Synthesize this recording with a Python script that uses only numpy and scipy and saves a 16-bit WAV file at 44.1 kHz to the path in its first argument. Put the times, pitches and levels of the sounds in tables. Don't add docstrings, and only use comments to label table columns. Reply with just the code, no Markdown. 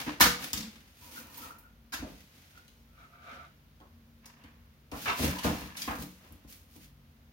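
import sys
import numpy as np
from scipy import signal
from scipy.fft import rfft, irfft, next_fast_len
from scipy.io import wavfile
from scipy.ndimage import uniform_filter1d, map_coordinates

SR = 44100
rng = np.random.default_rng(int(sys.argv[2]) if len(sys.argv) > 2 else 0)


def waveform_to_disk(signal):
    frames = np.transpose(np.atleast_2d(signal))
    scaled = np.clip(frames, -1, 1) * 32767
    samples = np.round(scaled).astype(np.int16)
    wavfile.write(sys.argv[1], SR, samples)


N = 323076
SPAN = 32768
TIME, AGE = np.arange(N) / SR, np.arange(SPAN) / SR

# pitch_hz, width_hz, gain_db
DESK_MODES = [(145.5, 10, 1.5), (183.4, 4.7, 5), (230.3, 26, 3), (298.4, 30, 3), (483, 25.06, -7.5),
              (950, 300, -19.5)]
# frequency_hz, gain_db
SWISH_EQ = [(400, -9.5), (700, -3), (950, -11), (1700, -6.5), (2800, -10.5), (3400, -8), (7000, -20.5),
            (16000, -48.5)]
# pitch_hz, width_hz, gain_db
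RASP_MODES = [(980, 110, -1), (1330, 36, -6.5), (1530, 20, -8.5), (1730, 180, -4), (2280, 180, -9),
              (2740, 100, -6)]


def amp(db):
    return 10 ** (np.asarray(db) / 20)


def unit(x):
    return x / np.sqrt(np.mean(x ** 2) + 1e-20)


def along(points, hz):
    freqs, values = np.transpose(points)
    return np.interp(np.log(hz + 1), np.log(freqs + 1), values)


def fader(points):
    times, db = np.transpose(points)
    return uniform_filter1d(amp(np.interp(TIME, times, db, left=-120, right=-120)), size=256)


def wobble(rate, count=N):
    knots = rng.standard_normal(int(count * rate / SR) + 4)
    return map_coordinates(knots, [TIME[:count] * rate])


def filtered(x, response):
    count = x.shape[-1]
    padded = next_fast_len(count + 8192)
    return irfft(rfft(x, padded) * response(np.fft.rfftfreq(padded, 1 / SR)), padded)[..., :count]


def impulse(colour):
    cepstrum = irfft(np.log(amp(colour(np.fft.rfftfreq(SPAN, 1 / SR))) + 1e-6))
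    cepstrum[1:SPAN // 2] *= 2
    cepstrum[SPAN // 2 + 1:] = 0
    return irfft(np.exp(rfft(cepstrum)))


def through(x, response):
    return signal.fftconvolve(np.atleast_2d(x), np.atleast_2d(response), axes=1)[:, :x.shape[-1]]


def resonances(modes, hz):
    return sum((-1) ** k * amp(db) * 1j * hz * width / (pitch ** 2 - hz ** 2 + 1j * hz * width)
               for k, (pitch, width, db) in enumerate(modes))


def add(track, start_s, db, sound):
    loudest = uniform_filter1d(np.mean(sound ** 2, axis=0), size=882, mode="constant").max()
    start = max(round(start_s * SR), 0)
    track[:, start:start + SPAN] += amp(db) * sound[:, :N - start] / np.sqrt(loudest)


def diffuse(count, spacing_m=0.15):
    def spread(hz):
        coherence = .97 * np.sinc(2 * hz * spacing_m / 343)
        angle = np.arccos(coherence) / 2
        return np.array([np.cos(angle), np.sin(angle)])
    mid, side = filtered(rng.standard_normal((2, count)), spread)
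    return np.array([mid + side, mid - side])


def room(wet_db, right_lag_samples=9, early_db=5, early_t60=0.03):
    # frequency_hz, t60_s
    decay_times = [(80, .33), (250, .37), (1000, .37), (4000, .4), (9000, .33), (15000, .28)]
    hz, t, noise = signal.stft(diffuse(SPAN), SR, nperseg=256)
    fade = amp(-60 * t / along(decay_times, hz)[:, None]) + amp(early_db - 60 * t / early_t60)
    tail = signal.istft(noise * fade, SR, nperseg=256)[1][:, :SPAN] * (1 - np.exp(-AGE / 0.0012))
    response = amp(wet_db) * tail / np.linalg.norm(tail[0])
    response[0, 0] += 1
    response[1, right_lag_samples] += 1
    return response


def background(hiss_db=-62, hum_hz=231):
    # time_s, level_db
    hum_ride = [(0, -74.5), (3.7, -74.5), (3.95, -65), (4.4, -66.5), (4.8, -71), (6.8, -74), (7.33, -65)]
    # frequency_hz, gain_db
    hiss_eq = [(45, -8.5), (80, 2.5), (120, -12.5), (200, -9.5), (260, -12), (350, -21), (520, -20),
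               (750, -25.5), (1400, -24.5), (4000, -30.5), (8000, -39), (16000, -33)]
    # pitch_hz, level_db
    drones = [(54, -68), (88, -76), (140, -70.5)]

    def tone(hz):
        phase = 2 * np.pi * hz * TIME + .5 * wobble(30)
        return unit(np.sin(phase) * amp(3.1 * wobble(3.6)))
    hiss = amp(hiss_db) * unit(filtered(diffuse(N), lambda hz: amp(along(hiss_eq, hz))))
    return hiss + fader(hum_ride) * tone(hum_hz) + sum(amp(db) * tone(hz) for hz, db in drones)


def friction(response, rough_db, grain_rate, count=N):
    return unit(filtered(diffuse(count) * amp(rough_db * wobble(grain_rate, count)), response))


def micro_impacts(rate):
    return (rng.random(SPAN) < rate / SR) * rng.standard_normal(SPAN)


def grit(response):
    return unit(filtered(through(micro_impacts(rate=110), room(wet_db=5)), response))


def swell_and_fade(rise_s, fade_s):
    swell = np.minimum(AGE / max(rise_s, .001), 1) ** 0.71
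    return swell * amp(-20 * (np.maximum(AGE - rise_s, 0) / fade_s) ** 0.9)


def rubs(desk_db=3, pivot_hz=4000, grit_db=-4, hiss_db=-2):
    # start_s, level_db, rise_s, fade_s, tilt_db_per_octave
    cues = [(0, -39, 0.00086, 0.16, -2), (.062, -43, 0.015, 0.16, -5.5), (0.385, -38.5, 0.058, 0.16, -0.5),
            (.535, -50.5, 0.038, 0.36, -2.5), (0.802, -61.5, 0.19, 0.26, 1.5),
            (0.969, -53, 0.11, 0.18, 2.5), (1.099, -47.5, 0.089, 0.16, 2), (1.291, -48.5, 0.16, 0.12, 2),
            (2.04, -58, 0.053, 0.61, -.5), (2.3, -61.5, 0.06, 0.78, -0.5), (2.501, -62, 0.089, 0.15, -3.5),
            (2.941, -67.5, 0.097, 0.46, -2), (3.18, -54.5, 0.18, 0.25, -5.5), (4.919, -43, 0.13, 0.81, 1),
            (5.16, -32.5, 0.091, 0.13, 0.3), (5.43, -35, 0.017, 0.22, -1), (5.758, -43, 0.059, 0.36, 1.2),
            (5.98, -44.5, 0.044, 0.073, 2.5), (6.15, -60, 0.1, 0.61, -6.5), (6.47, -51.5, 0.04, 0.16, 3),
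            (6.675, -57, 0.093, 0.15, 3), (6.789, -57.5, 0.053, 0.079, 1)]
    # frequency_hz, gain_db
    hiss_eq = [(300, -10), (600, -7.5), (1000, -5.5), (2200, -1.5), (4500, -4.5), (7000, -7.5), (10000, -9),
               (16000, -9)]
    out = np.zeros((2, N))
    for start_s, db, rise_s, fade_s, tilt in cues:
        def colour(hz):
            tilted = amp(along(hiss_eq, hz) + tilt * np.log2((hz + 500) / pivot_hz))
            return tilted + amp(desk_db) * resonances(DESK_MODES, hz)
        hiss = amp(hiss_db) * friction(colour, rough_db=0.5, grain_rate=270, count=SPAN)
        add(out, start_s, db, swell_and_fade(rise_s, fade_s) * (hiss + amp(grit_db) * grit(colour)))
    return out


def swish_colour(hz, swish_db, rasp_db):
    return amp(along(SWISH_EQ, hz) + swish_db) + amp(rasp_db) * np.abs(resonances(RASP_MODES, hz))


def brushes():
    # start_s, level_db, rise_s, fade_s
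    cues = [(0, -50.5, 0.001, 0.18), (0.064, -40, 0.017, 0.11), (.37, -52, 0.065, 0.11),
            (.53, -58, 0.11, 0.05), (4.221, -60, 0.057, 0.36), (4.37, -65, 0.053, 0.36),
            (5.056, -34, 0.036, 0.058), (5.22, -41.5, 0.025, 0.91), (6.166, -67, 0.11, 0.14)]
    out = np.zeros((2, N))
    colour = lambda hz: swish_colour(hz, swish_db=-4, rasp_db=3)
    for start_s, db, rise_s, fade_s in cues:
        swish = friction(colour, rough_db=3, grain_rate=200, count=SPAN)
        add(out, start_s, db, swell_and_fade(rise_s, fade_s) * swish)
    return out


def contacts(rise_s, length_s, rate, wet_db, touch=0):
    hits = micro_impacts(rate)
    hits[round(rise_s * SR / 2)] = 1
    swell = 1 - np.exp(-AGE / max(rise_s, .0002))
    fade = np.exp(-(AGE / max(length_s, .001)) ** 2)
    return through(touch * (AGE == 0) + hits * swell * fade, room(wet_db))


def desk_ring(wet_db, tilt_db_per_octave=0):
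    tilt = lambda hz: amp(tilt_db_per_octave * np.log2(np.clip(hz, 100, 320) / 320))
    return filtered(room(wet_db), lambda hz: resonances(DESK_MODES, hz) * tilt(hz))


def desk_thud(wet_db):
    # frequency_hz, gain_db
    thud_eq = [(25, -17.5), (40, -2), (55, 9), (85, 8), (125, -17.5), (250, -47)]
    return through(room(wet_db), impulse(lambda hz: along(thud_eq, hz)))


def bumps(middling_db=-44, middling_s=0.047, bass_cut_db=5, treble_cut_db=8):
    # start_s, ring_db, thud_offset_db, clack_offset_db, clack_centre_hz
    cues = [(0.065, -42, -26, -11, 613), (0.531, -45.5, 1, -0.5, 2120), (0.574, -47.5, -6, -15, 520),
            (1.989, -49.5, 3.5, -4.5, 1800), (2.024, -40.5, -9, -8.5, 473), (2.098, -54, 0, -7.5, 460),
            (3.803, -61, -13.5, 2, 730), (4.439, -55, -3.5, -6.5, 1530), (4.919, -43.5, -2, -1, 762),
            (5.195, -34.5, -2, -6, 440), (5.232, -30, -4, -9, 430), (5.272, -40.5, 4.5, -7, 430),
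            (5.446, -29.5, -3.5, -4, 720), (5.501, -40, -6, -5, 560), (5.616, -45.5, -1.5, -30, 490),
            (5.876, -38.5, -9, 1.5, 1290), (5.888, -43, -3, 3, 970), (5.981, -42.5, -3.5, -18, 756),
            (6.012, -48, -28, -7.5, 696), (6.306, -56, 5, -15, 460), (6.446, -55, 4, -22, 555),
            (6.757, -55.5, -1.5, -17, 471)]
    out = np.zeros((2, N))
    for start_s, db, thud_db, clack_db, centre_hz in cues:
        length_s = middling_s * amp(0.091 * (db - middling_db))
        cut_db = lambda hz: np.where(hz < centre_hz, bass_cut_db, treble_cut_db)
        clack = impulse(lambda hz: -cut_db(hz) * np.log2((hz + 50) / centre_hz) ** 2)
        force = contacts(.002, length_s, rate=900, wet_db=7, touch=1.2)
        tilt = -0.24 * thud_db
        add(out, start_s, db, desk_ring(wet_db=6.5, tilt_db_per_octave=tilt))
        add(out, start_s, db + thud_db, desk_thud(wet_db=3))
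        add(out, start_s, db + clack_db, through(force, clack))
    return out


def knocks():
    # start_s, level_db, pitch_hz, t60_s
    cues = [(0.078, -37, 299.5, 0.28), (0.206, -26, 1000, .025), (0.209, -25.5, 1765, 0.12),
            (0.258, -35, 1220, .03), (0.263, -38, 488, .2)]
    out = np.zeros((2, N))
    for start_s, db, hz, t60 in cues:
        ring = np.sin(2 * np.pi * hz * AGE) * amp(-60 * AGE / t60)
        add(out, start_s, db, through(ring, room(wet_db=-3)))
    return out


def fins(t60=0.23, attack_s=.003):
    # pitch_hz, gain_db
    modes = [(990, -1.5), (1036, -2), (1586, -3), (2210, -3), (2368, -4), (2498, -3), (3042, -4),
             (3187, -4), (3630, -4), (3849, -2.5), (4757, -2.5), (4840, -4), (5099, -4.5), (5373, -6),
             (6944, -9), (11472, -9), (12110, -9), (13162, -10), (14340, -12)]
    ring = np.zeros((2, SPAN))
    for hz, db in modes:
        gain = amp(db + rng.normal(0, 1.5, (2, 1)))
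        ring += gain * np.sin(2 * np.pi * (hz * AGE + rng.random((2, 1))))
    return ring * amp(-60 * AGE / t60) * (1 - np.exp(-AGE / attack_s))


def landings(thud_db=-9, ring_db=-10):
    # start_s, clatter_db, boom_db, rise_s, rattle_s, first_touch_gain
    cues = [(0.198, -32, -61.5, 0.006, 0.0099, 0.036), (0.2072, -19.5, -32, 0.001, 0.014, 1.5),
            (0.217, -22.5, -38, .001, .014, 1.5), (0.227, -26, -40, 0.002, 0.017, 1.2),
            (0.256, -28.5, -34.5, 0.0029, .012, 0.8), (1.921, -39.5, -61, 0.023, 0.015, 0.049),
            (1.936, -39, -51, 0.0027, 0.0087, 0.91)]
    # frequency_hz, gain_db
    clatter_eq = [(200, -34), (350, -14.5), (500, -18.5), (650, -9.5), (1000, -7), (1300, 0.5), (1700, -1),
                  (2200, -6), (2700, -7.5), (4900, -8), (6800, -10), (10000, -14), (16000, -14.5)]
    out = np.zeros((2, N))
    shell = unit(impulse(lambda hz: along(clatter_eq, hz)))
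    for start_s, db, boom_db, rise_s, rattle_s, touch in cues:
        force = contacts(rise_s, rattle_s, rate=1300, wet_db=7, touch=touch)
        add(out, start_s, db, through(force, shell))
        add(out, start_s, db + ring_db, fins())
        add(out, start_s, boom_db, desk_ring(wet_db=3))
        add(out, start_s, boom_db + thud_db, desk_thud(wet_db=6))
    return out


def ticks(bass_db_per_octave=7, treble_db_per_octave=6, ring_db=4, ring_octaves=.12):
    # start_s, level_db, centre_hz, length_s
    cues = [(0.206, -25.5, 13000, 0.0091), (0.5314, -32, 6100, 0.0021), (0.572, -39.5, 4180, 0.01),
            (0.606, -47, 4430, 0.0046), (0.626, -50, 3660, 0.0055), (1.372, -48, 14100, 0.0093),
            (1.582, -57.5, 13800, 0.013), (2.679, -62.5, 3200, 0.0036), (3.801, -69, 3250, .004),
            (4.255, -54, 5180, 0.0079), (4.438, -62.5, 2400, 0.002), (4.915, -52, 2900, 0.0054),
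            (5.383, -42.5, 3080, 0.012), (5.767, -44.5, 4600, 0.01), (5.8182, -38.5, 3640, 0.0055),
            (6.322, -58.5, 13200, 0.0033), (6.499, -62, 12000, 0.0055)]
    out = np.zeros((2, N))
    for start_s, db, centre_hz, length_s in cues:
        def snap(hz):
            octaves = np.log2((hz + 50) / centre_hz)
            peak_db = ring_db * np.exp(-(octaves / ring_octaves) ** 2)
            return peak_db + np.minimum(bass_db_per_octave * octaves, -treble_db_per_octave * octaves)
        force = contacts(0.33 * length_s, length_s, rate=10000, wet_db=2.5)
        add(out, start_s, db, through(force, impulse(snap)))
    return out


def stick_slip(hz, waver, waver_rate, uneven_db, count=N):
    cycles = np.cumsum(hz * (1 + waver * wobble(waver_rate, count))) / SR
    return unit(np.sin(2 * np.pi * cycles) * amp(uneven_db * wobble(waver_rate, count)))


def judder(start_s=0.555, hold_s=0.13, db=-47.5):
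    age = TIME - start_s
    until_stop, since_stop = np.maximum(hold_s - age, 0), np.maximum(age - hold_s, 0)
    shudder = amp(-25 * until_stop - 600 * since_stop)
    ring = amp(-13 - 78 * since_stop)
    attack = np.clip(age / 0.0064, 0, 1)
    slips = stick_slip(hz=218, waver=0.051, waver_rate=73, uneven_db=2.5)
    return attack * amp(db) * (shudder + ring) * slips


def pushes():
    # time_s, level_db
    rides = [
        [(0.95, -91), (1.028, -66), (1.21, -57.5), (1.372, -60.5), (1.392, -56.5), (1.484, -54.5),
         (1.596, -66.5), (1.72, -75.5)],
        [(2.88, -84), (2.99, -59.5), (3.05, -58), (3.095, -68), (3.15, -59), (3.21, -60.5), (3.31, -47),
         (3.465, -56), (3.524, -75), (3.58, -82.5)],
    ]
    # scrape_db, grind_db, squeal_db
    mixes = [(-6, -0.5, -22), (-1, -16, -7)]
    # pitch_hz, width_hz, gain_db
    shroud_modes = [(539, 14, -10), (695, 27, -6), (890, 30, -21.5), (1189, 33, -5), (1322, 23, 0),
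                    (1485, 72, -6), (2090, 65, -14.5), (2290, 160, -14.5), (3843, 320, -24.5)]
    # pitch_hz, width_hz, gain_db
    grind_modes = [(242, 73, -6), (520, 24, -4.5), (930, 87, -3.5), (1860, 120, -10.5), (2400, 280, -15),
                   (2910, 270, -17)]
    shroud = lambda hz: resonances(shroud_modes, hz) / np.sqrt(1 + (hz / 6000) ** 2)
    scrape = friction(shroud, rough_db=1, grain_rate=82)
    grind = friction(lambda hz: resonances(grind_modes, hz), rough_db=0.5, grain_rate=110)
    slips = stick_slip(hz=1325, waver=.045, waver_rate=230, uneven_db=4)
    squeal = unit(through(slips, room(wet_db=-3)))
    return sum(fader(ride) * (amp(scrape_db) * scrape + amp(grind_db) * grind + amp(squeal_db) * squeal)
               for ride, (scrape_db, grind_db, squeal_db) in zip(rides, mixes))


def squeaks():
    # start_s, level_db, pitch_hz, length_s, pitch_waver_share
    cues = [(1.013, -64, 972, 0.045, 0.013), (1.06, -63, 965, 0.06, .015),
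            (1.153, -47.5, 1426, 0.043, 0.062), (1.371, -56, 961, 0.034, 0.029),
            (1.416, -51.5, 1323, 0.036, 0.016), (1.446, -54, 1237, 0.031, 0.066),
            (1.505, -48.5, 1305, 0.014, 0.035), (1.623, -61, 1413, 0.066, .02),
            (2.54, -58.5, 1440, 0.071, 0.011), (5.355, -46, 1036, 0.047, 0.065)]
    out = np.zeros((2, N))
    for start_s, db, hz, length_s, waver in cues:
        arch = np.sin(np.pi * np.minimum(AGE / length_s, 1))
        tone = stick_slip(hz, waver, waver_rate=268, uneven_db=4, count=SPAN)
        add(out, start_s, db, through(arch * tone, room(wet_db=-3)))
    return out


def finger_scrapes():
    # start_s, level_db, length_s
    cues = [(5.058, -37, 0.0063), (5.076, -34, 0.011), (5.097, -30.5, 0.0065), (5.117, -39, 0.011)]
    out = np.zeros((2, N))
    shroud = impulse(lambda hz: 20 * np.log10(swish_colour(hz, swish_db=-9, rasp_db=0)))
    for start_s, db, length_s in cues:
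        force = contacts(0.00157, length_s, rate=1500, wet_db=5, touch=0.94)
        add(out, start_s, db, through(force, shroud))
    return out


def scene():
    impacts = landings() + knocks() + ticks() + bumps()
    handling = rubs() + brushes() + finger_scrapes()
    sliding = pushes() + judder() + squeaks()
    return impacts + handling + sliding + background()


def record(dry, top_hz=16000):
    # frequency_hz, gain_db
    mic_eq = [(22, -31.5), (32, -19), (46, 0.5), (6600, 2.5), (7400, -2), (9500, 0), (13000, 2.5),
              (15500, 3)]
    # frequency_hz, left_minus_right_db
    lean = [(200, 0.9), (700, 0.25), (2000, -0.7), (5000, 1.5), (7000, 6.5), (9000, -5), (12000, -6),
            (15000, 1)]
    coloured = through(dry, impulse(lambda hz: along(mic_eq, hz)))
    balance = lambda hz: amp(np.outer([.5, -.5], along(lean, hz)))
    high_cut = lambda hz: np.clip((top_hz - hz) / 400 + .5, 0, 1)
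    return filtered(coloured, lambda hz: balance(hz) * high_cut(hz))


dry = scene()
out = record(dry)
waveform_to_disk(out)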